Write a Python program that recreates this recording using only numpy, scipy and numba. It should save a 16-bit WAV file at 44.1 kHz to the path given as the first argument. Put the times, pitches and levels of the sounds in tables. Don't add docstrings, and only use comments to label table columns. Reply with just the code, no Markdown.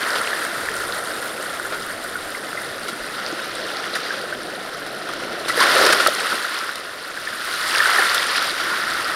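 import sys
import numpy as np
from scipy import signal
from scipy.fft import rfft, irfft, next_fast_len
from scipy.io import wavfile
from scipy.ndimage import uniform_filter1d, minimum_filter1d
from numba import njit

SR = 44100
rng = np.random.default_rng(int(sys.argv[2]) if len(sys.argv) > 2 else 0)


def dump_mix(stems):
    frames = np.atleast_2d(stems).T
    limited = np.clip(frames, -1, 1)
    pcm = np.round(limited * 32767).astype(np.int16)
    wavfile.write(sys.argv[1], SR, pcm)


N = 403515
T = np.arange(N) / SR

# (frequency [Hz], relative level [dB])
LOW_TONE = [(15, -19), (25, -26), (64, -26), (130, -17), (220, -13), (340, -8.5), (450, -7), (560, -5),
            (660, -6), (780, -10), (900, -14.5)]
MID_TONE = [(900, -11.5), (1040, -6), (1150, -6), (1290, -0.5), (1410, 2), (1620, -3), (1830, -2.5),
            (2080, -6.5), (2400, -13.5)]
HIGH_TONE = [(1800, -11), (2400, -14), (2900, -13), (3650, -12), (4800, -13.5), (5600, -17.5),
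             (6600, -23.5), (7500, -23.5), (8400, -22), (9900, -22), (11400, -27), (12300, -28),
             (14300, -31), (15600, -42)]


def swash():
    gurgle_db = wave_swell("gurgle", calm_db=-34.5)
    foam_db = wave_swell("foam", calm_db=-38.5, linger=1.15)
    spray_db = wave_swell("spray", calm_db=-48, linger=1.36)
    tumble = 0.3 * wander(24) + 0.55 * wander(80)
    gurgle = bubble_cloud(911, 2448, count=7000, cycles=32, spread_db=2.5, blur_db=11.5)
    gurgle = colour(gurgle, MID_TONE, 720, 2280, order=20)
    foam = bubble_cloud(2190, 7030, count=8000, cycles=28.6, spread_db=3, blur_db=7.5)
    foam = colour(foam, HIGH_TONE, 2050, 6070)
    foam += undb(-10.5) * spatter(count=1400, spread_db=2.5)
    spray = bubble_cloud(5480, 16500, count=16000, cycles=14, spread_db=3.5, blur_db=2)
    spray = colour(spray, HIGH_TONE, 7320, 20000)
    return (gurgle * undb(gurgle_db + tumble + 0.58)
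            + foam * undb(foam_db + 1.12 * tumble)
            + spray * undb(spray_db + 1.5 * tumble + 0.42 * wander(45) + 1.36))


def wave_swell(layer, calm_db, linger=1):
    # (crest [s], base rise [s], hold [s], base drain [s],
    # gurgle [dB], churn [dB], foam [dB], spray [dB])
    waves = [(0.017, 0.18, .18, 0.73, -25.5, -34.5, -33, -37.5),
             (0.995, 0.99, 0.18, 1.7, -33, -38, -42.5, -39.5),
             (3.243, 0.2, .03, .3, -32.5, -41, -37.5, -50), (3.7, 0.42, 0.45, 0.094, -33, -39, -34.5, -51),
             (5.12, 0.043, 0.21, 0.54, -35, -51, -38, -54),
             (5.617, 0.057, 0.27, 0.17, -17.5, -25.5, -21, -30),
             (5.757, .03, 0.17, 0.1, -24, -22.5, -36, -44),
             (6.208, 0.069, 0.14, 0.14, -25.5, -37, -28.5, -37),
             (6.497, 0.11, 0.087, 0.17, -27, -47, -32.5, -41.5),
             (7.752, 0.26, 0.29, 0.28, -21, -36.5, -25, -32.5),
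             (7.878, 0.032, .14, .09, -22, -38, -34, -46), (8.125, 0.085, .04, 0.15, -23, -32.5, -26, -38),
             (8.316, .05, 0.041, 0.23, -24, -38, -25, -41.5), (8.69, 0.36, 0.092, 2.9, -25, -49, -31, -40)]
    column = ("gurgle", "churn", "foam", "spray").index(layer)
    power = undb(calm_db) ** 2
    for crest, rise, hold, drain, *levels_db in waves:
        before = np.maximum(crest - T, 0) / rise
        after = np.maximum(T - crest - hold, 0) / drain
        swell = undb(levels_db[column]) * np.exp(-(before + after) / linger)
        power = power + swell ** 2
    return 10 * np.log10(power)


def slaps():
    # (time [s], level [dB], decay [s], treble tilt [dB per octave])
    landings = [(0.02, -23, 0.027, -1), (0.155, -19.5, .025, -0.5), (1.722, -21.5, .024, -2.5),
                (2.882, -23, 0.018, 3), (3.952, -19.5, 0.02, 2.5), (4.863, -28, 0.011, 2.5),
                (5.088, -26, 0.013, 1), (5.135, -23, .004, 4), (5.482, -17.5, 0.019, 3),
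                (5.603, -9, 0.0085, 1.5), (5.864, -1, 0.0044, 2), (5.925, 6.5, 0.0042, 2),
                (5.997, -16.5, 0.051, 1), (6.061, -7.5, 0.007, -1.5), (6.0723, 7, 0.0013, 6),
                (6.326, -22, 0.02, -7.5), (6.756, -22, 0.0028, 6.5), (7.474, -22, .02, -1),
                (8.145, -15, .006, 8), (8.424, -15, .003, 4)]
    out, t = np.zeros(N + SR), T[:SR // 4]
    splash_tone = sorted(LOW_TONE[:-1] + MID_TONE + HIGH_TONE[2:])
    attack = 1 - np.exp(-t / 0.00033)
    for start, db, decay, tilt_db in landings:
        burst = colour(rng.standard_normal(len(t)), splash_tone, 260, 14000, tilt_db, order=4)
        first = int(start * SR)
        out[first:first + len(t)] += burst * undb(db) * attack * np.exp(-t / decay)
    return signal.sosfilt(signal.butter(2, 170, "high", fs=SR, output="sos"), out[:N])


def plops():
    # (time [s], relative level [dB], pitch [Hz], ring length [cycles])
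    bubbles = [(0.331, -7, 1690, 40), (0.687, -2, 1750, 17), (1.5977, -10, 1470, 31),
               (2.155, -13, 1440, 110), (2.349, -12.5, 2040, 41), (2.53, -8.5, 1450, 20),
               (2.574, -13.5, 2020, 77), (2.925, -22, 218, 13), (3.326, -13, 324, 14),
               (3.392, -12, 1510, 30), (4.106, -10.5, 1590, 71), (4.3255, -12, 1530, 71),
               (5.093, -16, 1230, 45), (5.229, -15, 1440, 32), (5.4967, -7, 1320, 46),
               (5.503, -7.5, 1940, 69), (5.575, -10.5, 470, 32), (5.61, -3, 1070, 67),
               (5.766, -3, 1280, 35), (5.767, -7.5, 528, 38), (5.813, 1.5, 520, 11), (5.838, -5, 541, 16),
               (5.901, -5.5, 560, 16), (5.929, -5, 1390, 35), (5.9656, -5, 1390, 47), (6.002, -1, 1390, 40),
               (6.0637, 3, 1310, 52), (6.083, -3.5, 593, 19), (6.329, -6, 1350, 27),
               (6.692, -5.5, 1440, 21), (7.174, -11, 1590, 35), (7.2735, -11.5, 1774, 63),
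               (7.8034, 0.5, 1760, 52), (7.857, 0, 1500, 49), (7.895, -3.5, 1330, 56),
               (7.9622, -1, 1370, 24), (7.985, -2.5, 1750, 82), (7.99, -9, 765, 33), (7.991, -15, 400, 18),
               (8.1806, -4.5, 3520, 47)]
    start, db, hz, cycles = np.transpose(bubbles)
    return ring(start, undb(db - 2.5), hz, cycles, rise=0.057)


def drops():
    # (time [s], relative level [dB], pitch [Hz])
    ticks = [(0.1052, -13, 4700), (0.155, -18, 3000), (0.274, -14, 2680), (0.45, -17, 8260),
             (0.924, -16, 3920), (3.264, -15, 4700), (3.554, -19, 8300), (3.77, -16, 4310),
             (5.5725, -13, 10200), (6.151, -12, 9100), (6.5894, -15, 5170), (7.75, -11, 2670),
             (7.761, -11, 4900), (7.7836, -8.5, 4680), (8.097, -10, 4430), (8.229, -12.5, 3200),
             (8.9022, -18, 7560)]
    start, db, hz = np.transpose(ticks)
    return ring(start, undb(db + 7), hz, cycles=np.full(len(start), 16.), rise=0.069)


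def spatter(count, spread_db):
    when, luck = rng.random((count, 2)).T
    size = undb(-spread_db * np.log(luck + .01))
    ticks = np.bincount((when * N).astype(int), size, N)
    return colour(ticks - ticks.mean(), HIGH_TONE, 1600, 15000, order=6)


def surf():
    # (time [s], relative level [dB])
    roar_levels = [(0, -44), (2.3, -47), (3.7, -43.5), (4.9, -44), (5.85, -39.5), (6.55, -51), (7.2, -53),
                   (8.3, -46.5), (9.14, -45)]
    # (time [s], relative level [dB])
    rumble_levels = [(0, -55.5), (1.7, -57), (4.1, -58), (5.9, -57.5), (6.2, -70), (6.7, -66.5),
                     (7.8, -55.5), (9.14, -55)]
    roar_db = np.interp(T, *np.transpose(roar_levels))
    rumble_db = np.interp(T, *np.transpose(rumble_levels))
    far_churn_db = -35 + 0.56 * (roar_db + 45)
    churn_db = wave_swell("churn", calm_db=far_churn_db, linger=0.62)
    churn = bubble_cloud(265.3, 974, count=6000, cycles=19.6, spread_db=0.94, blur_db=6.5)
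    churn = colour(churn, LOW_TONE, 317, 910, order=20)
    roar = colour(rng.standard_normal(N), LOW_TONE, 117, 356)
    rumble = colour(rng.standard_normal(N), LOW_TONE, 14, 109)
    return (churn * undb(churn_db + 0.11 * wander(21) - 0.93)
            + roar * undb(roar_db + 0.85 * wander(9) + 3)
            + rumble * undb(rumble_db + 3.1 * wander(9) + 0.5))


def thuds():
    # (time [s], relative level [dB], pitch [Hz], ring length [cycles])
    bumps = [(3.0, -33, 37.8, 5.1), (5.8, -31, 45, 4), (5.92, -32, 45, 4)]
    start, db, hz, cycles = np.transpose(bumps)
    return ring(start, undb(db + 2), hz, cycles, rise=0.25)


def bubble_cloud(lo_hz, hi_hz, count, cycles, spread_db, blur_db):
    when, pitch, luck, sustain = rng.random((count, 4)).T
    hz = np.minimum(lo_hz * (hi_hz / lo_hz) ** pitch, .45 * SR)
    strength = -np.log(luck + .004)
    size = undb(spread_db * strength) * (hz / lo_hz)
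    bubbles = ring(when * N / SR, size, hz, cycles * (.5 + sustain), rise=0.33)
    return unit(bubbles) + undb(blur_db) * rng.standard_normal(N)


@njit
def ring(start, size, hz, cycles, rise):
    out = np.zeros(N)
    for k in range(len(start)):
        first, life = int(start[k] * SR), int(cycles[k] / hz[k] * SR) + 1
        phasor, step = size[k] + 0j, 2 * np.pi * hz[k] / SR
        turn = np.exp(1j * step - np.log(1000) / life)
        glide = np.exp(1j * step * rise / life)
        for i in range(max(first, 0), min(first + life, N)):
            out[i] += phasor.imag * min((i - first) * hz[k] / SR, 1.)
            phasor *= turn
            turn *= glide
    return out


def colour(x, tone, lo_hz, hi_hz, tilt_db=0, order=12):
    size = next_fast_len(len(x))
    f = np.maximum(np.fft.rfftfreq(size, 1 / SR), 1)
    hz, db = np.transpose(tone)
    gain = undb(np.interp(np.log(f), np.log(hz), db) + tilt_db * np.log2(f))
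    edges = np.sqrt((1 + (lo_hz / f) ** order) * (1 + (f / hi_hz) ** order))
    return unit(irfft(rfft(x, size) * gain / edges, size)[:len(x)])


def wander(rate_hz):
    hold = max(int(SR / rate_hz), 1)
    steps = np.repeat(rng.standard_normal(N // hold + 1), hold)
    return unit(uniform_filter1d(uniform_filter1d(steps, hold), hold)[:N])


def undb(db):
    return 10 ** (np.asarray(db) / 20)


def unit(x):
    return x / np.sqrt(np.mean(x ** 2))


def scene():
    return (surf() + swash() + slaps() + plops() + drops() + thuds())[None]


def record(dry):
    # (centre [Hz], width [Hz], depth [0-1])
    notches = [(7865, 310, 1), (13200, 980, 0.7)]
    ceiling, top_hz = 0.74, 15750
    x = dry
    for hz, width, depth in notches:
        hollow = signal.lfilter(*signal.iirpeak(hz, hz / width, fs=SR), x)
        x = x - depth * hollow
    gain = minimum_filter1d(ceiling / np.maximum(np.abs(x), ceiling), size=65)
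    x = x * uniform_filter1d(gain, size=65)
    return signal.sosfilt(signal.ellip(10, .2, 80, top_hz, fs=SR, output="sos"), x)


dry = scene()
out = record(dry)
dump_mix(out)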